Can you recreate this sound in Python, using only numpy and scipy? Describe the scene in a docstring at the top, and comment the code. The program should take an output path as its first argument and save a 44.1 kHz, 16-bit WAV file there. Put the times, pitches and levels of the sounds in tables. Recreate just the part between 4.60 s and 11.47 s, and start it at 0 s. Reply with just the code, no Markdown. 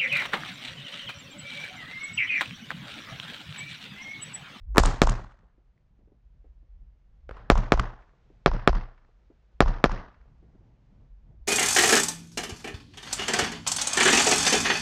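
"""Outdoors, light wind rumbles, rustles and hisses throughout, built from shaped noise.
Short growing knocks lead into the first of four quick pairs of handgun shots; each blast is a set of pressure
pulses that overload a chest camera and ring its housing, then slap back from ground, side walls and earth bank
and roll away as decaying noise over low air modes. From the first second on dull thuds come from far off, and
around the second pair sharp cracks and their wall slaps come from the next bays; gusts and thuds carry on."""
import sys
import numpy as np
from scipy import signal
from scipy.fft import rfft, irfft
from scipy.io import wavfile
from scipy.ndimage import uniform_filter1d

SR = 44100
rng = np.random.default_rng(int(sys.argv[2]) if len(sys.argv) > 2 else 0)


def dump_mix(stems):
    """Bounce the given channels to the path in sys.argv[1] as a 16-bit WAV at rate SR."""
    frames = np.atleast_2d(stems).T  # one column per channel
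    limited = np.clip(frames, -1, 1)  # hard clip at full scale
    pcm = np.round(limited * 32767).astype(np.int16)
    wavfile.write(sys.argv[1], SR, pcm)


N = 303088
T = np.arange(SR) / SR  # one second of time, the length of one shot's sound
LEAD = 100  # samples of room ahead of a blast

# handgun shots: (t/s, blast level/dB, wall slap level/dB, bank slap level/dB, roll level/dB, boom level/dB)
SHOT_TABLE = [(0.1814, -3, -20, -21.5, -34, -12.5), (.4180, -3.5, -21.5, -23.5, -40, -14),
              (2.9009, -2, -26, -26.5, -40, -12.5), (3.1211, -4, -30.5, -24, -40, -15),
              (3.8610, -4, -31, -34, -41.5, -16.5), (4.0759, -4.5, -31.5, -32, -43.5, -16.5),
              (5.0056, -3, -32.5, -29, -41, -16.5), (5.2414, -4, -32, -29, -42.5, -23)]
# surfaces that answer each shot: (delay/s, level relative to its zone/dB, spread t60/s, centre f/Hz)
ECHO_TABLE = [(.002, -30, 0.033, 2510), (.0075, -20, 0.012, 1230), (.0085, -33, 0.075, 4000),
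              (.0168, -17, 0.013, 780), (0.0166, -33.5, 0.048, 3500), (.026, -35, 0.045, 1500),
              (.0515, -19, .02, 5500), (.0545, 4.5, 0.011, 968), (.0555, -13, 0.0085, 3457),
              (.066, -18, .015, 1186), (0.0734, 0, 0.011, 1144), (0.0762, -12, .02, 2665),
              (.078, -6, 0.0046, 6674), (0.092, -18.5, 0.00735, 1170), (.103, -18.5, 0.0042, 1490),
              (.104, -22, 0.0077, 4500), (0.134, 1, 0.05, 1250), (.16, -2.5, 0.039, 1107),
              (0.201, -12.5, .03, 700), (0.302, -15, 0.042, 1240), (.355, -30, 0.06, 1340),
              (.372, -20, 0.022, 1440), (0.414, -23.5, 0.099, 467)]


def amp(db):
    """Decibels to gain."""
    return 10 ** (np.asarray(db) / 20)


def evened(x):
    """Scaled to rms 1."""
    return x / np.sqrt(np.mean(x ** 2) + 1e-20)


def read(points, hz):
    """A table read on a log-frequency axis."""
    f, value = np.transpose(points)
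    return np.interp(np.log(hz + 1), np.log(f + 1), value)


def add(mix, s, sound):
    """Mixes a sound in at time s."""
    part = mix[round(s * SR):][:len(sound)]
    part += sound[:len(part)]


def band(x, hz, width=0.7):
    """A broad causal band around hz, width in octaves each side."""
    edges = np.clip([hz / 2 ** width, hz * 2 ** width], 20, SR / 2 - 2000)
    return signal.sosfilt(signal.butter(2, edges, "band", fs=SR, output="sos"), x)


def noise(length, db_of, size):
    """Noise from random short-time spectra, shaped by the level db_of(hz, t)."""
    hz = np.fft.rfftfreq(size, 1 / SR)[:, None]
    t = np.arange(length * 4 // size + 5) * size / 4 / SR
    a, b = rng.standard_normal((len(t), len(hz), 2)).T
    spectra = (a + 1j * b) * amp(db_of(hz, t))
    return signal.istft(spectra, nperseg=size, noverlap=size * 3 // 4)[1][:length]


def wind():
    """Lumpy rumble on the microphone, a mid rustle that comes in gusts, and the hiss of the open range."""
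    # noise spectra, only their shape counts: (f/Hz, relative level per Hz/dB)
    rumble_shape = [(12, -29.5), (25, 2), (42, 9), (70, -12), (110, -23.5), (200, -68.5), (400, -110)]
    rustle_shape = [(40, -25.5), (110, 10.5), (200, -0.5), (400, -15), (900, -20.5), (2000, -48.5),
                    (5000, -90.5)]
    hiss_shape = [(180, -27.5), (350, -1), (500, -1), (1000, -6.5), (2000, -10.5), (4000, -18.5),
                  (6500, -24), (8000, -33), (10000, -56), (13000, -80)]
    # rms level of the rumble and of the hiss over time: (t/s, level/dB)
    rumble_level = [(0, -34.5), (.12, -32), (.62, -45), (.8, -58.5), (1.2, -62.5), (1.6, -57), (1.9, -49.5),
                    (2.2, -49.5), (2.6, -55), (2.72, -44.5), (2.9, -45.5), (3.55, -61), (3.75, -58),
                    (4.9, -59), (5.55, -51.5), (6.25, -61), (6.55, -50), (6.87, -41)]
    hiss_level = [(0, -84), (2.5, -81), (3.5, -74), (4.5, -77), (6.4, -77), (6.87, -81.5)]
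    # bell-shaped rustling gusts: (centre t/s, half length/s, level/dB)
    gust_table = [(0.139, 0.086, -61), (0.801, .2, -69), (1.45, 0.18, -71), (2.196, 0.34, -74),
                  (2.845, .1, -56), (3.747, 0.24, -69.5), (5.938, 0.36, -61), (6.398, 0.11, -58),
                  (6.73, 0.13, -61)]

    t = np.arange(N) / SR
    gusts = amp(-72)  # the rustle between gusts
    for s, half, db in gust_table:
        gusts = gusts + amp(db) * np.exp(-2 * ((t - s) / half) ** 2)
    layers = [(rumble_shape, amp(np.interp(t, *np.transpose(rumble_level))), 1.5),
              (rustle_shape, gusts, 2),
              (hiss_shape, amp(np.interp(t, *np.transpose(hiss_level))), .6)]
    out = np.zeros(N)
    for shape, level, lumpy_db in layers:
        lumps = uniform_filter1d(rng.standard_normal(N), size=1800)
        lumps = evened(uniform_filter1d(lumps, size=1200))
        layer = noise(N, lambda hz, t: read(shape, hz) + 0 * t, size=2048) * amp(lumpy_db * lumps)
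        out += evened(layer) * level
    return out


def crack(hz, t60, grain):
    """A blast thrown back by a rough surface: one knock around hz, then a short burst of grains."""
    t = T[:len(grain)]
    # the knock rises in half a cycle and dies in ten
    knock = np.sin(2 * np.pi * hz * t) * amp(-60 * t * hz / 10) * np.minimum(2 * t * hz, 1)
    burst = evened(band(grain, hz)) * amp(-60 * t / np.clip(t60, .003, 1) - 3.5)
    return 2.2 * knock + burst * np.minimum(t / 0.00013, 1)


def roll(swell):
    """The diffuse tail of one shot: noise whose bands each die at their own speed."""
    # starting spectrum of the tail, only its shape counts: (f/Hz, relative level per Hz/dB)
    roll_shape = [(20, -23), (60, 4.5), (140, -4), (200, -9), (600, -10), (1150, -13), (1900, -19.5),
                  (2200, -26.5), (5300, -34), (9000, -45.5), (12000, -77.5), (16000, -81.5)]
    # decay time of the tail before the swell: (f/Hz, t60/s)
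    roll_t60 = [(40, 0.061), (150, 0.48), (400, 0.42), (1200, 0.54), (3500, 0.46), (7000, 0.36),
                (12000, .2)]

    # smooth random patches of louder and softer sound over frequency and time
    patches = uniform_filter1d(rng.standard_normal((257, SR // 128 + 5)), 9, 0)
    patches = evened(uniform_filter1d(patches, 4, 1))

    def level_db(hz, t):
        return read(roll_shape, hz) - 60 * t / read(roll_t60, hz) + 2.0 * patches[:, :len(t)]

    tail = noise(SR, level_db, size=512)
    # many small surfaces answer one by one
    flutter_db = 2.2 * evened(uniform_filter1d(rng.standard_normal(SR), 200))
    tail = tail * amp(np.interp(T, *np.transpose(swell)) + flutter_db) * np.minimum(T / 0.0014, 1)
    return tail / np.sqrt(np.mean(tail[SR // 20:SR // 5] ** 2))  # rms 1 from 50 to 200 ms


def far_guns():
    """Cracks and slaps from behind the walls, each with a low push and a roll, and thuds from far down the range."""
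    # sharp cracks from guns in the next bays and their wall slaps: (t/s, body level/dB, centre f/Hz,
    # bright snap level/dB, roll level/dB, low push level/dB)
    neighbour_table = [(2.6922, -36.5, 520, -36, -59, -36), (2.7108, -39.5, 480, -36.5, -57, -26),
                       (2.769, -50, 447, -42, -64, -46), (3.1963, -15.5, 1180, -25, -53.5, -10)]
    # dull far thuds: (t/s, level/dB)
    thud_table = [(.98, -62), (1.39, -61.5), (1.474, -60), (1.519, -59.5), (1.843, -56), (2.025, -67),
                  (3.701, -55), (4.701, -54), (5.826, -55), (5.949, -55), (6.008, -60), (6.743, -66)]
    snap_ratio, spread_t60 = 2.67, 0.013  # snap centre over body centre; s

    out = np.zeros(N)
    for s, db, hz, snap_db, roll_db, push_db in neighbour_table:
        body_grain, snap_grain = rng.standard_normal((2, 3000))
        body = amp(db) * crack(hz, spread_t60, body_grain)
        snap = amp(snap_db) * crack(hz * snap_ratio, spread_t60, snap_grain)
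        add(out, s, body + snap)
        tail = roll([(0, -13), (.06, -3), (.2, 2), (1, 4)])
        deep = amp(2.5 + 13 * T) * band(tail, 50, 0.43)  # the bass lingers
        add(out, s, amp(roll_db) * (band(tail, 1300, 1.8) + deep))
        add(out, s, -amp(push_db - 60 * T / 0.084) * np.sin(2 * np.pi * 45 * T))
    for s, db in thud_table:
        add(out, s, amp(db) * crack(316, 0.15, rng.standard_normal(6000)))
    return out


def lead_in(count=3):
    """Short growing knocks just ahead of the first shot, each with a dull body and a thin top."""
    gap_s, last_db, step_db = .0108, -14.5, -11  # even spacing; the last knock; change per knock back in time
    out = np.zeros(N)
    for k in range(count):  # backwards from the shot
        mid, body, top = rng.standard_normal((3, 3000))
        knock = crack(980, 0.016, mid)
        knock = knock + amp(-3) * crack(370, 0.06, body)
        knock = knock + amp(-16) * crack(6500, 0.0069, top)
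        add(out, SHOT_TABLE[0][0] - (k + 1) * gap_s, amp(last_db + k * step_db) * band(knock, 1500, 2.8))
    return out


def boom():
    """Low air modes of the bay: slow pressure swings between the walls, each starting as a suction."""
    # (start after the shot/s, f/Hz, relative level/dB, t60/s)
    mode_table = [(0.013, 24, 1, .2), (.05, 30, 4, 0.33), (0.016, 44, -0.5, 0.27), (0.14, 99, -11.5, 0.063),
                  (.072, 190, -11, 0.14), (0.078, 118, -12, 0.33), (0.035, 80, -14.5, 0.23)]
    spread_db = 2.0  # modes differ from shot to shot

    out = np.zeros(SR)
    for s, hz, db, t60 in mode_table:
        level = amp(db + spread_db * rng.standard_normal() - 60 * T / t60)
        add(out, s, -level * np.sin(2 * np.pi * hz * T) * np.minimum(T / 0.0072, 1))
    return out


def cracks(zone_db, grains):
    """All the echoes of one shot: each surface keeps its grain and gains a little fresh scatter."""
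    out = np.zeros(SR)
    for (delay, db, t60, hz), level_db, grain in zip(ECHO_TABLE, zone_db, grains):
        scattered = grain + 0.2 * rng.standard_normal(3000)
        add(out, delay, amp(level_db + db) * crack(hz, t60, scattered))
    return out


def blast():
    """Pressure peaks flanked by suction, direct and reflected close by, and the ringing of the housing."""
    # modes rung near the microphone: (f/Hz, relative level/dB, t60/s)
    ring_table = [(160, -19.5, 0.073), (233.4, -5, 0.024), (384, -19.5, 0.07), (753, -5, 0.0092),
                  (1217, 3, 0.0076), (1705, -12.5, 0.019), (2192, -10, 0.0096), (3207, -12, .01),
                  (5120, -11.5, 0.0064), (7064, -17.5, 0.0092)]
    # pressure pulses and near reflections: (delay/s, relative level/dB, pulse length/s)
    pulse_table = [(0, -13.5, 0.0002), (.00135, 0.5, 0.0005), (.0084, -3.5, 0.00033),
                   (0.0142, -18.5, 0.00068), (0.02, -12, 0.00054)]
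    spread_db = 2.2  # modes differ from shot to shot
    blunt = 0.003  # s of rounding per s of delay

    late = np.maximum(T - .0004, 0)
    out = np.zeros(SR)
    for hz, db, t60 in ring_table:
        level = amp(db + spread_db * rng.standard_normal() - 60 * T / t60)
        # high modes are kicked to full swing at once, low ones start from rest a moment later
        swing = np.cos(2 * np.pi * hz * T) if hz > 500 else np.sin(2 * np.pi * hz * late)
        out += level * swing
    out = np.roll(out * np.minimum(T / .0001, 1), LEAD)
    for s, db, length in pulse_table:
        u = np.hypot(T[:400] - 4 * length, s * blunt) / length  # later ones arrive blunter
        add(out, s + LEAD / SR - 4 * length, amp(db) * (1 - u) * np.exp(-u))
    return out


def shots():
    """The same bay answers every shot, brighter when its slaps are louder; ringing and scatter vary."""
    # the roll is low until the walls answer, builds, holds and lingers: (t after the shot/s, relative level/dB)
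    swell = [(0, -10.5), (.048, -19), (.08, -5), (.35, -4), (.7, 8), (1, -0.5)]
    # delays where the walls, the bank and the far surfaces begin: (delay/s)
    zone_starts = [.04, .07, .12]
    far_db = -41  # level of the far surfaces
    # top of the echoes: Hz at a mean slap of dull_db, and its rise per dB of slap
    dull_db, dull_top_hz, top_hz_per_db = -32, 6400, 220
    # treble tilt in dB per octave above 2 kHz, rising per dB of slap above the knee
    tilt_knee_db, dull_tilt_db, tilt_per_db = -27, -1.52, 1.0664

    out = np.zeros(N)
    grains = rng.standard_normal((len(ECHO_TABLE), 3000))
    zone = np.digitize([row[0] for row in ECHO_TABLE], zone_starts)
    bins = np.fft.rfftfreq(SR, 1 / SR)
    octaves = np.log2(np.maximum(bins, 2000) / 2000)
    for s, blast_db, wall_db, bank_db, roll_db, boom_db in SHOT_TABLE:
        near, low = blast(), boom()
        slap_db = (wall_db + bank_db) / 2
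        top_hz = dull_top_hz + top_hz_per_db * (slap_db - dull_db)
        tilt_db = dull_tilt_db + tilt_per_db * max(slap_db - tilt_knee_db, 0)
        tilt = amp(tilt_db * octaves)

        # ground and near wall follow the blast, walls and bank their own slap level
        zone_db = np.array([blast_db, wall_db, bank_db, far_db])[zone]
        echoes = amp(roll_db) * roll(swell) + cracks(zone_db, grains)
        edge = 1 / np.sqrt(1 + (bins / top_hz) ** 24)
        above_top = amp(-24) / (1 + (bins / 11500) ** 10)  # a weak remainder passes the edge
        lift = amp(4 * np.exp(-((bins / top_hz - .8) / 0.13) ** 2))  # just under the top
        echoes = irfft(rfft(echoes) * tilt * (above_top + edge) * lift, SR)
        echoes = echoes * np.clip(np.minimum(T / .001, 10 - 10 * T), 0, 1)  # fades in, and out at the end

        blast_colour = tilt * (0.2 + 1 / (1 + (bins / top_hz) ** 6))
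        add(out, s - LEAD / SR, amp(blast_db) * irfft(rfft(near) * blast_colour, SR))
        add(out, s, echoes + amp(boom_db) * low)
    return out


def scene():
    """All sources at the microphone."""
    return (wind() + far_guns() + lead_in() + shots())[None]


def record(dry):
    """Faint input noise; the input overloads on the blasts; then the band limit."""
    dry = signal.lfilter(*signal.butter(2, 24, "high", fs=SR), dry)  # the capsule loses the deepest bass
    hiss = signal.lfilter(*signal.butter(1, 7000, fs=SR), rng.standard_normal(N))
    dry = dry + amp(-101) * hiss
    clipped = dry / (1 + np.abs(dry / .95) ** 4) ** .25  # bends smoothly towards a ceiling of .95
    low_pass = signal.firwin(511, 16300, window=("kaiser", 9), fs=SR)
    return signal.oaconvolve(clipped, low_pass[None], "same")


dry = scene()
out = record(dry)
dump_mix(out)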